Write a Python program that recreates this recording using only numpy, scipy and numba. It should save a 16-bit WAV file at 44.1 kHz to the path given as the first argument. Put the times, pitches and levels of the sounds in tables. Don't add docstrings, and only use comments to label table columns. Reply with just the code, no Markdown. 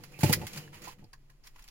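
import sys
import numpy as np
from scipy import signal
from scipy.fft import rfft, irfft
from scipy.io import wavfile
from scipy.ndimage import uniform_filter1d, map_coordinates
from numba import njit

SR = 44100
rng = np.random.default_rng(int(sys.argv[2]) if len(sys.argv) > 2 else 0)


def put_to_file(sound):
    columns = np.atleast_2d(sound).T
    safe = np.clip(columns, -1, 1)
    whole_steps = np.round(safe * 32767)
    wavfile.write(sys.argv[1], SR, whole_steps.astype(np.int16))


def volts(x):
    e = np.asarray(x, float) / 20
    return 10 ** e


N = 74970

# time in s, rattle level in dB, left-right difference in dB.
COIL_MOTION = [(0, -63, -4), (.1, -63, -4.5), (.183, -61.5, -6.5), (.212, -50.5, -6), (.26, -38, -6),
               (.316, -43.5, -7.5), (.36, -55, 2), (.4, -52, -3), (.51, -53, -2), (.565, -46, -1),
               (.61, -52.5, -3), (.715, -68, -3), (.745, -53, -3), (.808, -64, -5), (.846, -47.5, -4.5),
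               (.93, -56, -3), (.955, -74.5, -4), (1.08, -77, -2)]
# time in s, rattle level in dB.
FINGER_RATTLE = [
    (1.42, -96.5),
    (1.445, -63),
    (1.47, -59),
    (1.5, -74),
    (1.53, -78.5),
    (1.56, -67),
    (1.59, -65.5),
    (1.66, -67.5),
    (1.7, -66),
]
# time in s, level in dB, t60 in s, dull share in dB.
TURN_CLAPS = [(0.0373, -45, 0.058, 3), (0.121, -65, 0.13, 11), (0.1905, -46.5, 0.074, -37),
              (.209, -40.5, 0.09, -20), (0.2325, -32.5, 0.066, -7), (0.2357, -31.5, .03, -14),
              (0.2433, -35.5, 0.033, -16), (0.295, -35.5, 0.07, -11), (0.322, -33.5, 0.078, -34),
              (0.328, -22, 0.04, -26), (.331, -26, 0.022, -26.5), (0.3357, -22.5, 0.036, -18.5),
              (0.341, -32, 0.022, -16.5), (.416, -56.5, .08, 18), (0.4684, -36, 0.06, -18),
              (.477, -54, 0.029, 0), (0.533, -43, 0.05, -24), (0.561, -48, 0.022, -11),
              (.573, -41.5, 0.023, -4), (0.5769, -38, 0.027, -5), (0.584, -55, 0.016, -5),
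              (0.677, -64, 0.018, 9), (0.729, -70, 0.43, 21), (0.82, -47.5, 0.03, -35),
              (0.88, -53, 0.072, -4), (.986, -69.5, 0.16, 16), (1.042, -58.5, 0.014, -8),
              (1.133, -50.5, 0.045, -5.5), (1.3, -60, 0.055, -5), (1.438, -72, 0.054, 3),
              (1.461, -70.5, .05, -24), (1.472, -46.5, 0.022, -23), (1.477, -54, .03, -27),
              (1.562, -64, 0.022, 20), (1.593, -56.5, 0.043, 5.5), (1.624, -55.5, 0.035, -9),
              (1.641, -55, 0.037, -6), (1.679, -52.5, 0.026, -18), (1.686, -50.5, 0.024, -19)]
# time in s, level in dB, pitch in Hz, t60 in s.
RINGING_PARTS = [(0.138, -55, 2460, 0.42), (0.264, -35.5, 2710, 0.054), (0.331, -24, 1957, 0.046),
                 (0.335, -21.5, 4910, 0.022), (0.559, -51.5, 2870, 0.44), (0.677, -51, 1760, 0.028),
                 (0.728, -57.5, 1000, 0.079), (0.841, -45.5, 6650, 0.06), (0.874, -42, 1005, 0.12),
                 (1.045, -60, 4770, 0.033), (1.131, -52.5, 1053, 0.067), (1.134, -52, 1760, 0.057),
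                 (1.132, -52, 4740, 0.045), (1.298, -62.5, 1770, 0.077), (1.3, -59, 1073, 0.039),
                 (1.438, -59, 5250, 0.13), (1.473, -57, 1036, 0.037), (1.583, -61, 1420, 0.073),
                 (1.687, -65, 3450, .04)]
# frequency in Hz, width in Hz, level in dB.
TURN_PEAKS = [(2340, 1200, 0), (2460, 270, 2.5), (3190, 380, 1), (4100, 270, 0.5), (4755, 700, 4.5),
              (5500, 770, -1), (6780, 490, 3.5), (8730, 5900, -6.5), (10870, 630, -3.5), (13120, 4340, -2),
              (15500, 740, -11.5)]
# frequency in Hz, width in Hz, level in dB.
CAP_PEAKS = [(904, 480, 5.5), (1570, 330, -11.5), (1960, 200, 1), (2700, 840, 0.5)]


def coil():
    flicker_db, slide_dull_db, grain_db = 0.5, 5.5, 1.5
    ring_cycles, plastic_from_hz = 21, 940
    bright = volts(curve(COIL_MOTION)) + volts(curve(FINGER_RATTLE))
    bright = bright * volts(flicker_db * walk(59.4))
    dull = bright * volts(slide_dull_db)
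    for s, db, t60, dull_db in TURN_CLAPS:
        bright = bright + burst(s, db, t60)
        dull = dull + burst(s, db + dull_db, t60)
    grain = volts(grain_db * walk(500))
    ticks = clicks()
    parts = 0
    for s, db, hz, t60 in RINGING_PARTS:
        parts = parts + mode(ticks * burst(s, db, t60), hz, ring_cycles / hz)
    plastic = body(bright * grain, TURN_PEAKS) + body(dull * grain, CAP_PEAKS)
    out = high(plastic, plastic_from_hz, order=3) + parts
    pan_db = curve(COIL_MOTION, col=2)
    return out * volts(np.array([pan_db, -pan_db]) / 2)


def body(env, peaks):
    colour_db, free_s, free_treble_db = -0.5, 0.262, 4
    t = np.arange(N) / SR
    free_db = free_treble_db * (np.abs(t - free_s) < free_s / 3)
    out = 0
    for hz, width_hz, db in peaks:
        gain = volts(db - 12 + colour_db * walk(40) + free_db * (hz > 10000))
        rung = mode(clicks() * env, hz, 2.19 / width_hz)
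        out = out + gain * np.sqrt(width_hz / 1000) * rung
    return out


def tick_train():
    clicks_per_s, scatter_db = 4000, 3.5
    struck = rng.random(N) < clicks_per_s / SR
    scatter = volts(scatter_db * np.minimum(rng.exponential(size=N), 2))
    return unit(struck * rng.standard_normal(N) * scatter)


def clicks():
    port_lag_s, port_like = -0.0001, 0.38
    same = tick_train()
    lagged = map_coordinates(same, [np.arange(N) - port_lag_s * SR], mode="mirror")
    own = np.array([tick_train(), tick_train()])
    return np.sqrt(port_like) * np.array([same, lagged]) + np.sqrt(1 - port_like) * own


def burst(s, db, t60):
    rise_s = 0.0033
    t = np.arange(N) / SR
    rise = np.clip(1 + (t - s) / rise_s, 0, 1) ** 2
    return volts(db) * np.where(t < s, rise, volts(-60 * np.abs(t - s) / t60))


# time in s, level in dB, pitch in Hz, t60 in s, left-right
# difference in dB.
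LONE_TICKS = [(.1905, -58, 1960, .04, -8), (.2075, -62, 4600, .03, -3), (0.212, -46, 2600, .06, -3),
              (.2325, -34.5, 2314, .07, -15.5), (0.2336, -39.5, 1410, 0.037, -13),
              (0.2345, -35, 2480, 0.1, -7.5), (.236, -32.5, 4760, 0.018, 10),
              (0.2455, -42, 5140, 0.033, -3), (0.298, -36.5, 2950, .04, -7.5),
              (0.299, -44.5, 1408, 0.042, -2.5), (0.3304, -27, 6910, 0.024, -5),
              (0.335, -34, 12230, 0.012, -1.5), (0.3354, -29, 2000, 0.049, -4.5),
              (.308, -34, 488, .07, -11.5), (.244, -32.5, 580, .1, -5), (.372, -37.5, 102, 0.28, 1),
              (.262, -27.5, 104.3, .15, -0.5), (0.979, -53, 188, 0.11, 3), (.994, -50, 192.4, 0.13, 4),
              (.4675, -49, 2130, 0.12, -15), (0.4692, -48.5, 1515, 0.035, 7), (.5605, -64, 7000, 0.017, -1),
              (1.1335, -61.5, 5860, 0.058, 1), (1.133, -61, 2700, 0.045, 3.5), (1.472, -52, 5500, .03, -2),
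              (1.4705, -74.5, 2530, 0.019, -3.5), (1.5595, -55.5, 1000, 0.036, 3),
              (1.5595, -61, 5400, .03, -3), (1.5595, -71, 3360, 0.053, 2), (1.592, -70, 2050, .04, -7),
              (1.625, -55, 5600, 0.018, 3), (1.641, -58.5, 7400, .025, 6.5), (1.679, -63, 4830, 0.038, 0),
              (1.687, -53.5, 5800, 0.036, 0), (1.687, -58, 3540, 0.039, 10)]


def pings():
    out = np.zeros((2, N))
    for s, db, hz, t60, pan_db in LONE_TICKS:
        hit = np.eye(1, N, int(s * SR))[0] * volts(db)
        main_tone = ring(hit, float(hz), float(t60))
        pair = np.array([main_tone + 0.4 * ring(hit, hz * near, t60 * 0.26) for near in (1.03, 0.97)])
        out = out + pair * left_right(pan_db)
    return out


# time in s, level in dB, push length in s, rim knock level in dB.
TABLE_THUMPS = [(.19, -32, 0.0039, -41), (0.2332, -8.5, 0.002, -18.5), (0.241, -19, 0.00081, -38),
                (0.2447, -20.5, 0.00024, -25), (0.263, -23, 0.0038, -43.5), (0.2956, -13, 0.0015, -23.5),
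                (.306, -63, 0.00072, -39), (.311, -54, 0.0032, -41), (0.4153, -33.5, 0.0012, -38),
                (.425, -30.5, 0.0017, -35.5), (.434, -34.5, 0.0023, -35.5), (1.026, -45.5, 0.0011, -53.5),
                (1.043, -51, 0.0016, -52.5)]
# time in s, level in dB, share of the deepest mode in dB.
ROLLING_WEIGHT = [(0, -51.5, 5.5), (.1, -56, -20), (.18, -53, -9), (.2, -49, -12), (.3, -33.5, -3),
                  (.35, -37, 8.5), (.41, -43.5, 16.5), (.47, -54.5, 11.5), (.49, -53.5, -18),
                  (.576, -44.5, -21), (.62, -51.5, -9), (.72, -55.5, 7.5), (.8, -55, 5.5), (.87, -50.5, 3),
                  (.96, -64.5, 2), (1, -60, -9), (1.04, -58, 13.5), (1.1, -91, 15)]
# frequency in Hz, level in dB, t60 in s.
LOW_MODES = [(102, -1, .13), (147, 2, .09), (183, -6, .09), (224, -4, .08), (300, -8, .06)]
# frequency in Hz, level in dB, t60 in s.
UPPER_MODES = [(352.4, -1, 0.054), (456, -2, 0.058), (580, -1, 0.05), (738.6, 2.5, 0.055),
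               (848.7, 7.5, 0.065), (1000, -18, 0.014), (1340, -15.5, 0.019), (2690, -18.5, 0.098)]
# frequency in Hz, level in dB, t60 in s.
ROLLED_MODES = [(147, 1.5, 0.13), (183, -7, .1), (323, -12, .07), (488, -9, 0.2)]


def table():
    knock_s, roll_flicker_db, roll_upper_db = 0.0012, -3.5, -4.5
    pan_db, upper_pan_db, side_db, upper_side_db = 0.5, -5, -15.5, -10
    t, push, knock = np.arange(N) / SR, 0, 0
    for s, db, push_s, knock_db in TABLE_THUMPS:
        push = push - volts(db) * half_sine(s, push_s)
        knock = knock - volts(knock_db) * half_sine(s, knock_s)
    lifted_db = -37 * (t > 1.12)
    load_db = curve(ROLLING_WEIGHT) + lifted_db + roll_flicker_db * walk(21) - 26.5
    load = uniform_filter1d(rng.standard_normal((3, N)), size=48) * volts(load_db)

    deepest = table_top(push + load[0] * volts(curve(ROLLING_WEIGHT, col=2)), LOW_MODES[:1])
    deep = deepest + table_top(push, LOW_MODES[1:]) + table_top(load[0], ROLLED_MODES)
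    upper = table_top(knock + load[1] * volts(roll_upper_db), UPPER_MODES)

    low_side = high(table_top(load[2] - push, LOW_MODES[1:]), 150)
    rim = np.diff(knock, prepend=0) * 12
    upper_side = table_top(load[2] * volts(roll_upper_db) + rim, UPPER_MODES)
    side = volts(side_db) * low_side + volts(upper_side_db) * upper_side
    both = deep + upper * left_right(upper_pan_db) + side * np.array([[1], [-1]])
    return high(both, 128, order=3) * left_right(pan_db)


def half_sine(s, length_s):
    phase = np.clip((np.arange(N) / SR - s) / length_s, 0, 1)
    return np.sin(np.pi * phase) / (length_s * SR)


def table_top(force, modes):
    out = 0
    for k, (hz, db, t60) in enumerate(modes):
        out = out + volts(db) * ring(force, float(hz), float(t60)) * (-1) ** (k // 5)
    return out


# frequency in Hz, level in dB per Hz.
ROOM_SPECTRUM = [(20, 11), (45, -2), (75, -29), (105, -8.5), (180, -20), (320, -21.5), (600, -30.5),
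                 (16000, -58.5)]


def room():
    room_db, hum_hz, hum_db, hum_from_s, hum_to_s = -54.5, 141, -69, 1.1, 1.42
    t = np.arange(N) / SR
    hz = np.maximum(np.fft.rfftfreq(N, 1 / SR), 1)
    points = np.array(ROOM_SPECTRUM)
    gain = volts(np.interp(np.log(hz), np.log(points[:, 0]), points[:, 1]))
    mid, side = rfft(rng.standard_normal((2, N))) * gain
    width = np.clip(hz / 900, 0.2, 1)
    tone = irfft(mid + side * width * np.array([[1], [-1]]), N)
    drift = volts(1.5 * walk(4.8))
    on = np.clip(np.minimum(t - hum_from_s, hum_to_s - t) / 0.05, 0, 1)
    hum = volts(hum_db) * on * 1.72 * np.sin(2 * np.pi * hum_hz * t)
    return unit(tone) * volts(room_db) * drift + hum


@njit
def ring(x, hz, t60):
    y, z = np.empty(len(x)), 0j
    p = np.exp(2j * np.pi * hz / SR - np.log(1000.) / (t60 * SR))
    for i in range(len(x)):
        z = z * p + x[i]
        y[i] = z.imag
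    return y


def ring_twice(x, hz, t60):
    return ring(ring(x, float(hz), t60 / 2), float(hz), t60 / 2)


def mode(x, hz, t60):
    response = ring_twice(np.eye(1, SR // 10)[0], hz, t60)
    return np.array([ring_twice(v, hz, t60) for v in x]) / np.sqrt(np.sum(response ** 2))


def unit(x):
    return x / np.sqrt(np.mean(x ** 2))


def curve(rows, col=1):
    a = np.array(rows, float)
    return np.interp(np.arange(N) / SR, a[:, 0], a[:, col])


def walk(rate_hz):
    k = int(SR / rate_hz)
    held = np.repeat(rng.standard_normal(N // k + 1), k)
    return 0.43 * uniform_filter1d(uniform_filter1d(held, k), k)[:N]


def left_right(db):
    return volts(np.array([[db], [-db]]) / 2)


def high(x, hz, order=2):
    return signal.sosfilt(signal.butter(order, hz, "high", fs=SR, output="sos"), x)


def scene():
    echo_t60_s, echo_db = 0.11, -11.5
    near = coil() + pings() + table()
    t = np.arange(SR // 3) / SR
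    echo = rng.standard_normal((2, len(t))) * volts(-60 * t / echo_t60_s) * (t > 0.003)
    echo = echo / np.sqrt(np.sum(echo ** 2, axis=1, keepdims=True))
    wet = signal.fftconvolve(near, echo, axes=1)[:, :N]
    return near + volts(echo_db) * wet + room()


def roll_off(x):
    return signal.sosfilt(signal.butter(12, 16820, fs=SR, output="sos"), x)


def record(dry):
    low_cut_hz, top_hz = 14, 15900
    rounded = high(np.tanh(dry), low_cut_hz, order=1)
    low_pass = signal.ellip(8, 0.2, 70, top_hz, fs=SR, output="sos")
    mix = signal.sosfilt(low_pass, rounded)
    return roll_off(mix)


dry = scene()
out = record(dry)
put_to_file(out)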